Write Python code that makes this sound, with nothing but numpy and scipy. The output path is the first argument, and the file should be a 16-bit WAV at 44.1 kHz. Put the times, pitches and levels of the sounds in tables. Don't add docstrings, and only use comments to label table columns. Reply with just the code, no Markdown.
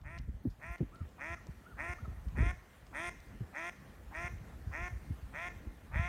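import sys
import numpy as np
from scipy import signal
from scipy.io import wavfile
from scipy.ndimage import uniform_filter1d

SR = 44100
rng = np.random.default_rng(int(sys.argv[2]) if len(sys.argv) > 2 else 0)


def amplitude_ratio(level_db):
    exponent = np.asarray(level_db, float) / 20
    return 10 ** exponent


def inscribe(sig):
    pcm = np.round(np.clip(np.atleast_2d(sig).T, -1, 1) * 32767)
    wavfile.write(sys.argv[1], SR, pcm.astype(np.int16))


N = 268348

# (time [s], peak [dB], pitch [Hz], crack [dB])
THUMPS = [(0.167, -50, 96, -43), (0.281, -32.5, 59.5, -14.5), (0.341, -34, 69, -31), (0.451, -30, 159, 3),
          (0.469, -29, 93, -9), (0.804, -23.5, 135, -2.5), (0.824, -28.5, 72, -1.5),
          (1.006, -29.5, 103, -18), (1.3, -36, 65.6, -23), (1.484, -36, 115, -12), (2.026, -30, 50.7, -24),
          (2.077, -32, 85.6, -11), (2.114, -36, 75, -26), (2.375, -26.5, 67.6, -7), (2.401, -18.5, 60, -18),
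          (2.420, -23, 63.6, -11.5), (2.459, -22, 69, -14.5), (3.404, -29.5, 131, -12.5),
          (4.239, -34.5, 51, -27), (4.298, -40, 70, -34), (4.331, -34, 69, -38), (4.408, -40, 78.4, -33),
          (4.814, -31.5, 59.4, -50), (4.907, -39, 91, -31), (4.923, -30, 64, -34),
          (5.101, -26.5, 105, -12.5), (5.223, -38, 62.6, -36), (5.667, -32, 52.7, -8),
          (5.956, -23.5, 73, -18.5), (5.991, -22.5, 75.4, -40)]
SLAP_S = 0.027


def evened(x):
    return x / np.sqrt(np.mean(x ** 2) + 1e-20)


def read(points, hz):
    f, value = np.transpose(points)
    return np.interp(np.log(hz + 1), np.log(f + 1), value)


def add(mix, s, sound):
    part = mix[max(round(s * SR), 0):][:len(sound)]
    part += sound[:len(part)]


def drift(count, smooth):
    noise = rng.standard_normal(count)
    return evened(uniform_filter1d(uniform_filter1d(noise, smooth), smooth))


def coloured(x, points, size=4096):
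    gain_db = read(points, abs(np.fft.fftfreq(size, 1 / SR)))
    log_gain = np.log(amplitude_ratio(np.maximum(gain_db, -100)))
    taps = np.fft.ifft(np.exp(np.conj(signal.hilbert(log_gain)))).real
    return signal.oaconvolve(x, taps[:size // 2])[:len(x)]


def resonate(x, hz, width):
    turn = np.exp(2j * np.pi * np.cumsum(hz * np.ones(len(x))) / SR)
    r = np.exp(-np.pi * width / SR)
    return 2 * (turn * signal.lfilter([1 - r], [1, -r], x / turn)).real


def steep(x, hz, width):
    return resonate(resonate(resonate(x, hz, width), hz, width), hz, width)


def windpipe(snaps, tension, t, attack_s):
    # (frequency [Hz], slack level [dB], tight level [dB])
    throat = [(244, -75, -67), (527, -2, -14), (880, -5.5, -10.5), (1140, 4, -18.5), (1686, -2.5, -7),
              (1865, 8.5, 7), (2067, 4, -8.5), (2470, 3.5, 2), (2990, -33, -25), (3450, -45, -78.5),
              (4830, -56, -80)]
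    slack, tight = (evened(coloured(snaps, np.array(throat)[:, [0, k]])) for k in (1, 2))
    shut_hz, open_hz, width_hz, share = 1450, 2060, 500, 0.35
    gape_hz = open_hz - (open_hz - shut_hz) * np.exp(-(t / attack_s) ** 2)
    gape = evened(resonate(slack, gape_hz, width_hz))
    slack = evened((1 - share) * slack + share * gape)
    return (1 - tension) * slack + tension * tight


def bill_hiss(puffs, tilt_db):
    # (frequency [Hz], width [Hz], level [dB])
    cavities = [(5300, 230, 8), (6040, 1780, 9.5), (8910, 1480, 7.5), (11100, 1000, -3)]
    return evened(sum(amplitude_ratio(db + tilt_db * (f > 7000)) * steep(puffs, f, 1.15 * w) for f, w, db in cavities))


def quack(start, length, hold_db, top_hz, attack_s, scoop_hz, scoop_s, chest_db, ring_db, bill_db, tilt_db):
    # (frequency [Hz], level [dB])
    hum_colour = [(150, -33.5), (345, -12), (700, 3), (1050, 3), (1400, 4), (1750, -0.5), (2100, 3),
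                  (2450, -1.5), (2800, -17), (3500, -60), (4200, -56.5)]
    t = np.arange(0, length + 0.013, 1 / SR)

    hz = top_hz * (1 + 0.0067 * drift(9000, 700)[:len(t)])
    hz = hz - scoop_hz * np.exp(-(t / scoop_s) ** 1.6) + 20 * (t - length)
    tension = np.clip((hz - 150) / 21, 0, 1)

    attack_db, sag_db, shut_db, shut_s = -10, -1, -44, 0.0068
    effort_db = hold_db + attack_db * np.maximum(1 - t / attack_s, 0) ** 0.95
    effort_db = effort_db + sag_db * np.exp(-((t / length - 0.57) / 0.12) ** 2)
    effort_db = effort_db + shut_db * np.clip((t - length) / shut_s, 0, 1)

    noise = rng.standard_normal(9000)[:len(t)]
    wobble, shake = drift(9000, 130)[:len(t)], drift(9000, 130)[:len(t)]
    jitter = .007 + .006 * np.exp(-t / .05)
    shimmer_db = 1.3
    breath = .42 + .35 * np.exp(-(t / attack_s) ** 2)
    turns = np.cumsum(hz * (1 + jitter * wobble)) / SR

    puffs = evened((np.exp(-(turns % 1) / .1) + .5 * np.exp(-((turns + .5) % 1) / .1) + .06) * noise)
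    order = np.arange(1, 29)[:, None]
    snaps = evened(np.cos(2 * np.pi * order * turns).sum(0))
    snaps = snaps * amplitude_ratio(shimmer_db * shake) + breath * puffs
    hums = evened(np.cos(4 * np.pi * order[:14] * (turns + .1)).sum(0))
    hums = hums * np.minimum(t / attack_s + .2, 1) + .7 * breath * puffs

    opening = np.minimum(t / (0.69 * attack_s), 1) ** 2.0
    slack_db, tight_db = -7.5, 1.5
    hum_db = slack_db + (tight_db - slack_db) * tension
    voice = opening * windpipe(snaps, tension, t, attack_s)
    voice += amplitude_ratio(hum_db) * evened(coloured(hums, hum_colour))
    voice /= np.sqrt(1 + amplitude_ratio(2 * hum_db))

    chest = amplitude_ratio(chest_db) * (0.6 + 0.4 * tension) * np.sin(4 * np.pi * turns)
    ring = amplitude_ratio(ring_db) * opening * (0.21 + 0.31 * tension) * evened(steep(snaps + puffs, 3340, 680))
    brighten_db, air_db = 6.5, -35
    hiss = amplitude_ratio(bill_db + brighten_db * (t / length - 1.5)) * bill_hiss(puffs, tilt_db)
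    bill = opening * (hiss + amplitude_ratio(air_db) * evened(np.gradient(noise)))

    puff_db, puff_s, puff_hz, puff_width_hz = -15, 0.055, 860, 900
    puff = amplitude_ratio(hold_db + puff_db) * np.exp(-(t / puff_s) ** 2)
    puff = puff * evened(steep(noise, puff_hz, puff_width_hz))
    return (amplitude_ratio(effort_db) * (voice + chest + ring + bill) + puff) * signal.windows.tukey(len(hz), .05)


def yelp(length, top_hz, level_db, dip_db):
    side = 2 * np.arange(0, length, 1 / SR) / length - 1
    hz = top_hz * (1 - .25 * abs(side) ** 2.4)
    edge_db, dip_width = -4, .15
    level_db = level_db + edge_db * side ** 4 + dip_db * np.exp(-(side / (2 * dip_width)) ** 2)
    turns = np.cumsum(hz * (1 + .022 * drift(6000, 70)[:len(hz)])) / SR
    partials = [(.5, 0.0), (1, 15.5), (2, -35)]  # (multiple of the pitch, dB)
    note = sum(amplitude_ratio(db) * np.sin(2 * np.pi * k * turns) for k, db in partials)
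    husk_db = 3.6 * drift(6000, 150)[:len(hz)]
    return amplitude_ratio(level_db - 2.0 + husk_db) * note * signal.windows.tukey(len(hz), .2)


def woods(x):
    # (frequency [Hz], 60 dB decay time [s], level [dB])
    decay = [(300, .9, -2), (1000, 1.3, -1), (2000, 1.5, 0), (2600, 1.1, -2), (3500, .8, -1),
             (6000, 1.0, 12), (7500, .6, 4), (9000, .3, -4), (12000, .25, -4)]
    tail_db, early_db = -15.5, -21
    clumps_db = 2.5 * drift(SR, 500)
    taps = rng.standard_normal(SR) * (np.arange(SR) > 300) * amplitude_ratio(clumps_db)
    hz, t, z = signal.stft(taps, SR, nperseg=256)
    f, t60, colour_db = np.transpose(decay)
    fade_db = np.interp(hz, f, colour_db)[:, None] - 60 * t / np.interp(hz, f, t60)[:, None]
    tail = signal.istft(z * amplitude_ratio(fade_db), SR, nperseg=256)[1][:SR]
    early = taps * amplitude_ratio(-np.arange(SR) / SR * 190.0)
    room = amplitude_ratio(tail_db) * tail / np.linalg.norm(tail) + amplitude_ratio(early_db) * early / np.linalg.norm(early)
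    smear = evened(1 + .45 * drift(N, 220))
    return signal.fftconvolve(x * smear, room)[:N]


def thump(peak_db, hz, crack_db, length=SLAP_S):
    t = np.arange(round(.2 * SR)) / SR
    wobble, noise = drift(len(t), 200), rng.standard_normal(len(t))
    swing_hz = 48 + 1.365 * max(hz - 52, 8) * np.exp(-t / (0.98 * length)) + 32 * np.exp(-t / 0.0094)
    turns = np.cumsum(swing_hz * (1 + 0.27 * wobble)) / SR
    swings = -np.sin(2 * np.pi * turns) * np.minimum(t / 0.0062, 1) * np.exp(-(t / length) ** 1.09)
    crack = steep(noise * np.exp(-(t / (.5 * length)) ** 2), 246, 210)
    return amplitude_ratio(peak_db) * (swings + amplitude_ratio(crack_db - 3.0) * crack / abs(crack).max())


def tick(peak_db, hz, length):
    t = np.arange(8000) / SR
    burst = rng.standard_normal(len(t)) * np.sqrt(t) * np.exp(-1.6 * t / max(length, .0005))
    snap = steep(burst, hz, min(2.0 * hz, 5000)) + hz / 60000 * burst
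    return amplitude_ratio(peak_db - 9.5) * snap / abs(snap).max()


def wind(lumps_db=4.5, gusts_db=2.2):
    # (time [s], rumble level [dB])
    strength = [(0.0, -46), (0.41, -56.5), (0.83, -58), (0.9, -59), (2.03, -56.5), (2.25, -50),
                (2.37, -45.5), (2.66, -61.5), (2.89, -61.5), (3.23, -54), (3.56, -66), (3.88, -60.5),
                (4.38, -47), (4.61, -52.5), (5.03, -51.5), (5.42, -56), (5.79, -54.5), (6.08, -40)]
    # (frequency [Hz], level [dB per Hz])
    rumble = [(12, -21.5), (20, -19), (49, 5.5), (70, 2.5), (118, -5.5), (157, -10.5), (232, -25.5),
              (382, -41.5), (500, -74), (650, -75), (1100, -120)]
    s, level_db = np.transpose(strength)
    t = np.arange(N) / SR
    eddies = rng.standard_normal(N) * amplitude_ratio(lumps_db * drift(N, 500) + gusts_db * drift(N, 2500))
    low = evened(coloured(eddies, rumble, size=16384))
    high = evened(steep(eddies, 201.6, 166))
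    swell_db, swell_s = 24, 0.019
    slaps = sum(amplitude_ratio(crack_db) * np.exp(-((t - at - SLAP_S / 2) / swell_s) ** 2)
                for at, _, _, crack_db in THUMPS)
    high = amplitude_ratio(-7 - 11.5) * (1 + amplitude_ratio(swell_db) * slaps) * high
    return amplitude_ratio(np.interp(t, s, level_db) + 4.5) * (low + high)


def hush(patchy_db=2.0, flicker_db=0.42):
    # (time [s], level [dB])
    settling = [(0.0, -78.5), (.47, -78.5), (.66, -75.5), (1.2, -74), (1.9, -72), (3.0, -72.5),
                (5.2, -70.5), (6.08, -72.5)]
    # (frequency [Hz], level [dB per Hz])
    colour = [(120, -19), (200, 8.5), (231, -2.5), (283, -6), (859, -12.5), (1190, -14.5), (1330, -15),
              (1850, -15.5), (2020, -23.5), (2420, -20), (2560, -23.5), (2810, -22.5), (5020, -30),
              (6720, -30), (15500, -33)]
    frames, hz = N // 128 + 6, np.fft.rfftfreq(512, 1 / SR)
    a, b, patches = rng.standard_normal((frames, 257, 3)).T
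    patches = evened(uniform_filter1d(uniform_filter1d(patches, 8, 0), 20, 1))
    shade_db = read(colour, hz)[:, None] + patchy_db * patches + flicker_db * drift(frames, 4)
    z = (a + 1j * b) * amplitude_ratio(shade_db)
    z /= np.sqrt(np.mean(abs(z[hz > 3000]) ** 2))
    hiss = signal.istft(z, nperseg=512, noverlap=384)[1][:N] / 512
    s, level_db = np.transpose(settling)
    return amplitude_ratio(np.interp(np.arange(N) / SR, s, level_db) + 36) * hiss


def scene():
    # (start [s], length [s], effort [dB], top pulse rate [Hz])
    quacks = [(0.033, .146, -51.5, 171.2), (.594, .166, -48, 174.6), (1.178, .169, -43, 171.6),
              (1.768, .169, -42, 178), (2.349, .166, -42, 179), (2.924, .17, -40.5, 175.3),
              (3.525, .171, -41.5, 174.6), (4.11, .171, -42, 179.2), (4.707, .177, -42.5, 181.2),
              (5.324, .162, -42, 177.6), (5.912, .19, -40.5, 177.7)]
    # (attack [s], depth of the upward scoop [Hz], scoop time [s])
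    onsets = [(0.036, 32.15, 0.055), (0.044, 35.9, 0.048), (0.043, 49.56, .06), (0.032, 47.97, .055),
              (0.036, 46.13, .062), (0.041, 49.75, .055), (0.041, 45.9, 0.058), (0.058, 29.87, .075),
              (0.036, 49.13, .065), (0.036, 46.43, .058), (0.046, 55.8, 0.055)]
    # (chest tone [dB], upper ring [dB], bill hiss [dB], hiss tilt above 7 kHz [dB])
    aspects = [(-13, -21, -20, 7), (-16, -22, -18, 2), (-12, -18, -18, -3), (-12.5, -23.5, -17.5, 1),
               (-21, -15.5, -16.5, 0.5), (-9.5, -11, -12, 4), (-13, -15.5, -16, -1),
               (-13.5, -19.5, -15.5, -2), (-14.5, -20.5, -17, -7), (-46, -15, -18.5, -3.5),
               (-58, -14.5, -20.5, -2.5)]
    # (start [s], length [s], top pitch [Hz], level [dB], dip at the arch top [dB])
    yelps = [
        (.915, .125, 1400, -72.5, -3),
        (1.33, .06, 1420, -70, -9),
        (1.642, .102, 1465, -67, -13),
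        (1.978, .094, 1440, -68.5, -15),
    ]
    # (time [s], peak [dB], pitch [Hz], length [s])
    ticks = [(0.013, -53, 3630, 0.0035), (0.138, -64, 3530, 0.003), (0.178, -45, 4270, 0.0017),
             (0.185, -35, 3980, 0.0046), (0.217, -55, 9710, 0.003), (0.3094, -73, 4160, 0.0032),
             (0.4643, -72, 3660, 0.003), (0.627, -52, 5890, 0.0034), (0.664, -47.5, 8800, 0.004),
             (0.7816, -46, 3540, 0.003), (0.947, -50, 8640, 0.0034), (0.957, -49, 3540, 0.0036),
             (1.09, -51, 6000, 0.0022), (1.469, -39, 6070, 0.0011), (1.5818, -62, 4120, 0.003),
             (2.283, -46.5, 3600, 0.0044), (2.3446, -72, 3890, 0.0033), (2.867, -44, 3600, 0.0021),
             (3.2021, -46, 5270, 0.0023)]
    # (time [s], peak [dB], pitch [Hz], length [s])
    knocks = [
        (1.467, -40, 610, 0.0045),
        (2.2, -46, 600, 0.002),
        (.43, -58, 12800, 0.083),
        (.498, -51.5, 4700, 0.023),
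        (.71, -54, 13000, 0.034),
    ]
    duck, far, near = np.zeros(N), np.zeros(N), np.zeros(N)
    for row, onset, aspect in zip(quacks, onsets, aspects):
        add(duck, row[0], quack(*row, *onset, *aspect))
    for s, *how in yelps:
        add(far, s, yelp(*how))
    for s, *how in THUMPS:
        add(near, s, thump(*how))
    for s, *how in [*ticks, *knocks]:
        add(near, s, tick(*how))
    echoes = woods(duck + amplitude_ratio(3) * far)
    return (duck + far + echoes + near + wind() + hush())[None]


def roll_off(x):
    return signal.sosfilt(signal.butter(12, 15690, fs=SR, output="sos"), x)


def record(dry):
    # (frequency [Hz], width [Hz], share removed [0-1])
    port_dip = (10520, 460, 0.48)
    cut = signal.sosfilt(signal.butter(2, 28, "highpass", fs=SR, output="sos"), dry[0])
    hz, width, share = port_dip
    mix = (cut - share * resonate(cut, hz, width))[None]
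    return roll_off(mix)


dry = scene()
out = record(dry)
inscribe(out)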